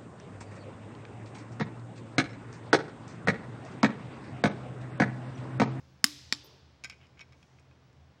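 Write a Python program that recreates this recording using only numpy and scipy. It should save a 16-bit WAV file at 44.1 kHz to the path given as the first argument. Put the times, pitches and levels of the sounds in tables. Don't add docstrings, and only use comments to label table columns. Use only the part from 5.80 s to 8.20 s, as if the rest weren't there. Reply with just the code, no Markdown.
import sys
import numpy as np
from scipy import signal
from scipy.fft import rfft, irfft, next_fast_len
from scipy.io import wavfile
from scipy.ndimage import map_coordinates

SR = 44100
rng = np.random.default_rng(int(sys.argv[2]) if len(sys.argv) > 2 else 0)


def to_wav(s):
    ch = np.atleast_2d(s).T
    pcm = np.round(np.clip(ch, -1, 1) * 32767)
    wavfile.write(sys.argv[1], SR, pcm.astype(np.int16))


def decibels_to_gain(level_db):
    exponent = np.asarray(level_db, float) / 20
    return 10 ** exponent


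N = 105840

# [f/Hz, level/dB per Hz]
AIR_COLOUR = [(60, -23.5), (250, 2), (800, -3.5), (2500, -12), (5500, -17.5), (7500, -27), (9500, -37.5),
              (16500, -47.5)]
# [f/Hz, width/Hz, level/dB]
FAN_DRONES = [(79.21, 9.4, -59), (130.42, 9.4, -61), (183.3, 12, -71.5), (250.4, 30, -77.5)]
# [f/Hz, level/dB]
EARLIER_COLOUR = [(1000, -30.5), (2500, -10.5), (5000, 1.5), (6500, -4), (8500, -21.5)]
# [f/Hz, t60/s]
HALL_T60 = [(200, 1.), (1000, 1.2), (4000, 1.085), (7000, 0.85), (10000, 0.52), (16000, 0.45)]
# [f/Hz, level/dB]
HALL_COLOUR = [(200, -12), (1000, -9), (4000, 1.5), (9000, -1.5), (11000, 2.5), (16000, -4.5)]
# [f/Hz, level/dB]
THREAD_COLOUR = [(3000, -16.5), (6000, 12), (11000, -18), (14500, -17)]
# [f/Hz, level/dB]
LIFT_COLOUR = [(200, -18.5), (380, 3), (700, -11), (1050, -0.5), (1400, -37)]
# [t/s, length/s, start f/Hz, end f/Hz, level/dB]
SQUEAKS = [
    (.640, 0.0144, 12400, 13600, -62),
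    (0.644, 0.0143, 12000, 12400, -69),
    (.647, 0.0103, 13900, 14300, -68.5),
    (.653, 0.0102, 14800, 14900, -63.5),
    (0.659, .014, 15100, 15500, -84.5),
    (0.661, 0.0126, 12130, 11900, -70),
    (0.663, 0.012, 11270, 11200, -70),
    (1.56, .16, 9450, 9200, -94),
    (1.58, .1, 12900, 13900, -97),
    (1.753, .2, 11270, 11000, -99),
]
# [f/Hz, level/dB]
SCRAPE_COLOUR = [(500, -8.5), (1200, -3.5), (2300, 2), (3000, 5.5), (4200, -21.5), (5300, -16.5),
                 (9000, -34)]
# [t/s, peak level/dB, brightness/dB per octave, contact f/Hz]
KNOCKS = [(1.0383, -34, -1, 2604), (1.0443, -30.5, 2.5, 5012), (1.0481, -36.5, -4.5, 2324),
          (1.0525, -35.5, -2, 2304), (1.059, -45.5, 0, 5300), (1.073, -52.5, -1, 5300),
          (1.081, -59, 2.5, 5040), (1.089, -56, -8, 2268), (1.0984, -36, 0, 2630),
          (1.1067, -47.5, -3, 2440), (1.1114, -46, -1, 2454), (1.122, -50.5, -3, 2634),
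          (1.128, -49.5, -6.5, 2936), (1.134, -51.5, -4, 2360), (1.143, -55, -2.5, 2436),
          (1.268, -59.5, -0.5, 5010), (1.3723, -57.5, -10, 2900), (1.3775, -57.5, -9.5, 2110),
          (1.386, -59.5, -5, 1700), (1.3932, -45, -2.5, 2960), (1.400, -48, -10.5, 2262),
          (1.4070, -41.5, -4, 5548), (1.4114, -44, -4.5, 3687), (1.415, -46, -3.5, 2296),
          (1.425, -54.5, -8, 2310), (1.432, -59.5, -2, 3295), (1.5237, -54.5, 0.5, 1200),
          (1.531, -55, -4, 3292), (1.628, -51.5, -2, 3322), (1.786, -58.5, -6, 1500),
          (1.7961, -62, 5, 8110), (1.911, -58, -7, 1622), (2.1297, -69.5, 8.5, 7500)]
# [f/Hz, level/dB, t60/s]
SOCKET_TONES = [(1200, -11, 0.089), (1562.5, -9.5, 0.177), (2044, -5, 0.096), (2251.4, 1.5, 0.107),
                (2487, -1, 0.1006), (3227, -8, 0.106), (3808, -9, 0.067), (4221, -11.5, 0.101),
                (4898, -6, 0.094), (5400, -1.5, 0.0693), (6114, -9.5, 0.04), (6868, -4.5, 0.044)]
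# [f/Hz, level/dB]
KNOCK_CRACK = [(300, -14), (1200, -4), (2500, 6), (4400, -4.5), (5500, 2.5), (8000, -11.5), (12000, -24.5),
               (16000, -36)]
# [t/s, peak level/dB]
TRIPS = [
    (.2419, -.6),
    (.2650, -26),
]
# [t/s, peak level/dB]
RESETS = [
    (.5246, -7.2),
    (.5345, -23),
    (.5405, -33),
    (.5484, -33),
]
# [f/Hz, width/Hz, level/dB]
TRIP_SNAP = [(1196, 250, -16.5), (1726, 350, -2.5), (2204, 320, -10), (3046, 420, -6), (3940, 460, -9.5),
             (4856, 220, -7), (5300, 290, 1), (7094, 370, -4.5), (7911, 450, -16.5), (8775, 307, -6.5),
             (10180, 300, -21), (13220, 467, -18.5), (14100, 230, -17.5), (15500, 820, -13.5)]
RESET_SNAP = [(700, 131, -24.5), (1080, 170, -21), (1903, 350, 5), (2379, 260, -6), (3719, 453, 10.5),
              (4569, 410, 6.5), (5340, 210, -5), (7500, 573, 1.5), (8650, 330, -24.5), (10150, 380, -22.5),
              (11630, 502.6, -14), (12910, 470, -20.5), (15400, 700, -18.5)]
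# [f/Hz, level/dB, t60/s]
TRIP_RING = [(1184, -7.5, 0.047), (3073, -10.5, 0.13), (3820, 0, 0.045), (4494, -32, 0.0775),
             (4928, -12.5, 0.0083), (6230, -24.5, 0.081), (6740, -7.5, 0.05), (7610, -7, 0.037),
             (8442, -24, 0.25), (8573, -12.5, 0.015), (11000, 0.5, 0.03), (12371, -29, 0.44)]
RESET_RING = [(1040, -10.5, 0.013), (2377, 0, 0.0344), (3243, -17.5, 0.32), (4090, -10.5, 0.051),
              (4110, -5, 0.036), (5660, -11.5, 0.04), (5286, -6, 0.045), (7220, -12.5, 0.38),
              (8840, -20.5, 0.0324), (10100, -39.5, 0.16), (10870, -16, 0.035), (14825, -32, 0.032)]
# [f/Hz, level/dB, t60/s]
BLOCK_TONES = [(237.3, 13.5, 0.026), (295.6, -9, 0.4), (1095, -16, .14), (1171, -13, 0.15),
               (1551, -15.5, 0.15), (10970, -29, 0.31)]
# [f/Hz, level/dB]
TRIP_BLOW = [(300, -25.5), (1700, -6), (3000, -6.5), (5200, -2.5), (7500, -10), (10500, -17),
             (16000, -19.5)]
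RESET_BLOW = [(300, -10), (1700, -4.5), (3500, -2), (5500, -1), (7500, -15), (10000, -24.5), (16000, -35)]
# [snap level/dB, ring level/dB, block level/dB, crack level/dB, blow into the hall level/dB]
TRIP_LEVELS = (0, -27, -33, -14.5, 14)
RESET_LEVELS = (-3, -21.5, -32.5, -11.5, 11.5)
# [f/Hz, level/dB]
REBOUND_COLOUR = [(1500, -23), (3000, -6.5), (5300, -1.5), (8000, -4.5), (11000, -15.5)]


def unit(x):
    return x / np.sqrt(np.mean(x ** 2) + 1e-20)


def along(points, hz):
    f, v = np.transpose(points)
    return np.interp(np.log(hz + 1), np.log(f + 1), v)


def filtered(x, response):
    m = next_fast_len(len(x) + 8192)
    return irfft(rfft(x, m) * response(np.fft.rfftfreq(m, 1 / SR)), m)[:len(x)]


def noise(colour, size):
    return unit(filtered(rng.standard_normal(size), lambda hz: decibels_to_gain(along(colour, hz))))


def ring(tones, t, scatter_db, rough):
    hz, db, t60 = np.transpose(tones)[:, :, None]
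    chance = rng.standard_normal(hz.shape)
    sign = (-1) ** np.arange(len(tones))[:, None]
    steps = rng.standard_normal((len(tones), 2 + int(t[-1] * 250)))
    drift = np.array([np.interp(t * 250, np.arange(len(k)), np.cumsum(k) - k[0]) for k in steps])
    strength = sign * decibels_to_gain(db + scatter_db * chance - 60 * t / t60)
    return (strength * np.sin(2 * np.pi * hz * t + rough * drift)).sum(0)


def swell(u):
    return np.sqrt(np.abs(np.sin(np.pi * u)))


def add(out, s, x):
    part = out[round(s * SR):][:len(x)]
    part += x[:len(part)]


def workshop():
    t = np.arange(N) / SR
    out = decibels_to_gain(-66) * noise(AIR_COLOUR, N)
    waver_db = 2.5 * map_coordinates(rng.standard_normal(60), [t * 15])
    out += decibels_to_gain(-91.5 + waver_db) * np.sin(2 * np.pi * 15734 * t)
    out += decibels_to_gain(-74 - 60 * t / 2.2) * noise(EARLIER_COLOUR, N)
    for centre_hz, width_hz, db in FAN_DRONES:
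        drone = filtered(rng.standard_normal(N), lambda hz: 1 / (1 + ((hz - centre_hz) / width_hz) ** 2))
        out += decibels_to_gain(db) * unit(drone)
    return out


def hall(x):
    hz, t, z = signal.stft(rng.standard_normal(SR * 3 // 2), SR, nperseg=256)
    fade_db = along(HALL_COLOUR, hz)[:, None] - 60 * t / along(HALL_T60, hz)[:, None]
    tail = signal.istft(z * decibels_to_gain(fade_db), SR, nperseg=256)[1]
    t = np.arange(len(tail)) / SR
    near = rng.standard_normal(len(t)) * decibels_to_gain(-60 * t / 0.2) * (t > 0.003)
    tail = tail * (1 - np.exp(-t / 0.015))
    both = decibels_to_gain(-17.5) * tail / np.linalg.norm(tail) + decibels_to_gain(-14.5) * near / np.linalg.norm(near)
    return signal.fftconvolve(x, both)[:N]


def turn():
    out, u = np.zeros(N), np.linspace(0, 1, round(0.339 * SR))
    add(out, 1.5, decibels_to_gain(-79.5) * swell(u) * noise(THREAD_COLOUR, len(u)))
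    return out


def lift():
    out, t = np.zeros(N), np.arange(SR // 4) / SR
    bump = decibels_to_gain(-52 - 60 * t / 0.068)
    rub = decibels_to_gain(-65.5) / (1 + (t / 0.1554) ** 8)
    add(out, 0.637, noise(LIFT_COLOUR, len(t)) * (bump + rub) * (1 - np.exp(-t / 0.00167)))
    return out


def squeaks():
    out = np.zeros(N)
    for s, length, from_hz, to_hz, db in SQUEAKS:
        u = np.linspace(0, 1, round(length * SR))
        waver = map_coordinates(rng.standard_normal((2, 20)), [[0 * u, 0 * u + 1], [8 * u, 8 * u]], order=1)
        hz = from_hz + (to_hz - from_hz) * u + 90 * waver[0]
        tone = np.sin(2 * np.pi * np.cumsum(hz) / SR)
        add(out, s, decibels_to_gain(db + 4.7 * waver[1]) * np.sin(np.pi * u) * tone)
    return out


def scrape():
    out, u = np.zeros(N), np.linspace(0, 1, round(0.0687 * SR))
    grip_db = 4 * map_coordinates(rng.standard_normal(30), [22 * u])
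    add(out, 1.2, decibels_to_gain(-63.5 + grip_db) * swell(u) * noise(SCRAPE_COLOUR, len(u)))
    return out


def knocks():
    out, t = np.zeros(N), np.arange(SR // 5) / SR
    for s, db, tilt_db, contact_hz in KNOCKS:
        slope = np.clip(tilt_db, -7, 7)
        crack_colour = [(hz, level + slope * np.log2(hz / 3000)) for hz, level in KNOCK_CRACK]
        tones = [(hz, level + slope * np.log2(hz / 3000), 0.584 * t60) for hz, level, t60 in SOCKET_TONES]
        crack_and_tick = decibels_to_gain(-6.5 - 60 * t / 0.01766) + decibels_to_gain(-2 - 60 * t / 0.00202)
        crack = noise(crack_colour, len(t)) * crack_and_tick
        contact = ring([(contact_hz, -6, 0.0271)], t, 0, 0.97)
        socket = decibels_to_gain(-11.5) * ring(tones, t, 2.73, 0.696)
        add(out, s, decibels_to_gain(db) * (socket + contact + crack) * (1 - np.exp(-t / 0.000182)))
    return out


def rebound(tones):
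    return [(hz, db + along(REBOUND_COLOUR, hz), t60) for hz, db, t60 in tones]


def pawl(events, snap, head, blow_colour, levels_db):
    out, blows, t = np.zeros(N), np.zeros(N), np.arange(SR // 2) / SR
    fast = [(hz, db, np.log(1000) / (np.pi * width)) for hz, width, db in snap]
    held = [(hz, db, min(t60, 0.08)) for hz, db, t60 in head]
    snap_db, ring_db, block_db, crack_db, blow_db = levels_db
    for s, db in events:
        bounced = s > events[0][0]
        parts = [fast, held, BLOCK_TONES]
        if bounced:
            parts = [rebound(tones) for tones in parts]
        hit = noise(blow_colour, len(t)) * decibels_to_gain(crack_db - 60 * t / 0.021 - 15 * bounced)
        hit += decibels_to_gain(snap_db) * ring(parts[0], t, 0, 0)
        hit += decibels_to_gain(ring_db) * ring(parts[1], t, 2.7075, 0.9)
        hit += decibels_to_gain(block_db) * ring(parts[2], t, 0, 0.47)
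        hit *= (1 - np.exp(-t / 0.000583)) ** 2
        add(out, s, decibels_to_gain(db) * hit / np.abs(hit).max())
        blows[round(s * SR)] = decibels_to_gain(db + blow_db)
    blow = filtered(blows, lambda hz: decibels_to_gain(along(blow_colour, hz)))
    return out + hall(decibels_to_gain(-21) * out + blow)


def scene():
    small = turn() + lift() + squeaks() + scrape() + knocks()
    trips = pawl(TRIPS, TRIP_SNAP, TRIP_RING, TRIP_BLOW, TRIP_LEVELS)
    resets = pawl(RESETS, RESET_SNAP, RESET_RING, RESET_BLOW, RESET_LEVELS)
    return (workshop() + small + hall(decibels_to_gain(-6) * small) + trips + resets)[None]


def low_pass(x):
    return signal.sosfilt(signal.butter(12, 16830, fs=SR, output="sos"), x)


def record(dry):
    def microphone(hz):
        low_cut = (1j * hz / (55 + 1j * hz)) ** 3
        return low_cut * decibels_to_gain(-12 * (hz / 16500) ** 30)

    mix = filtered(dry[0], microphone)[None]
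    return low_pass(mix)


dry = scene()
out = record(dry)
to_wav(out)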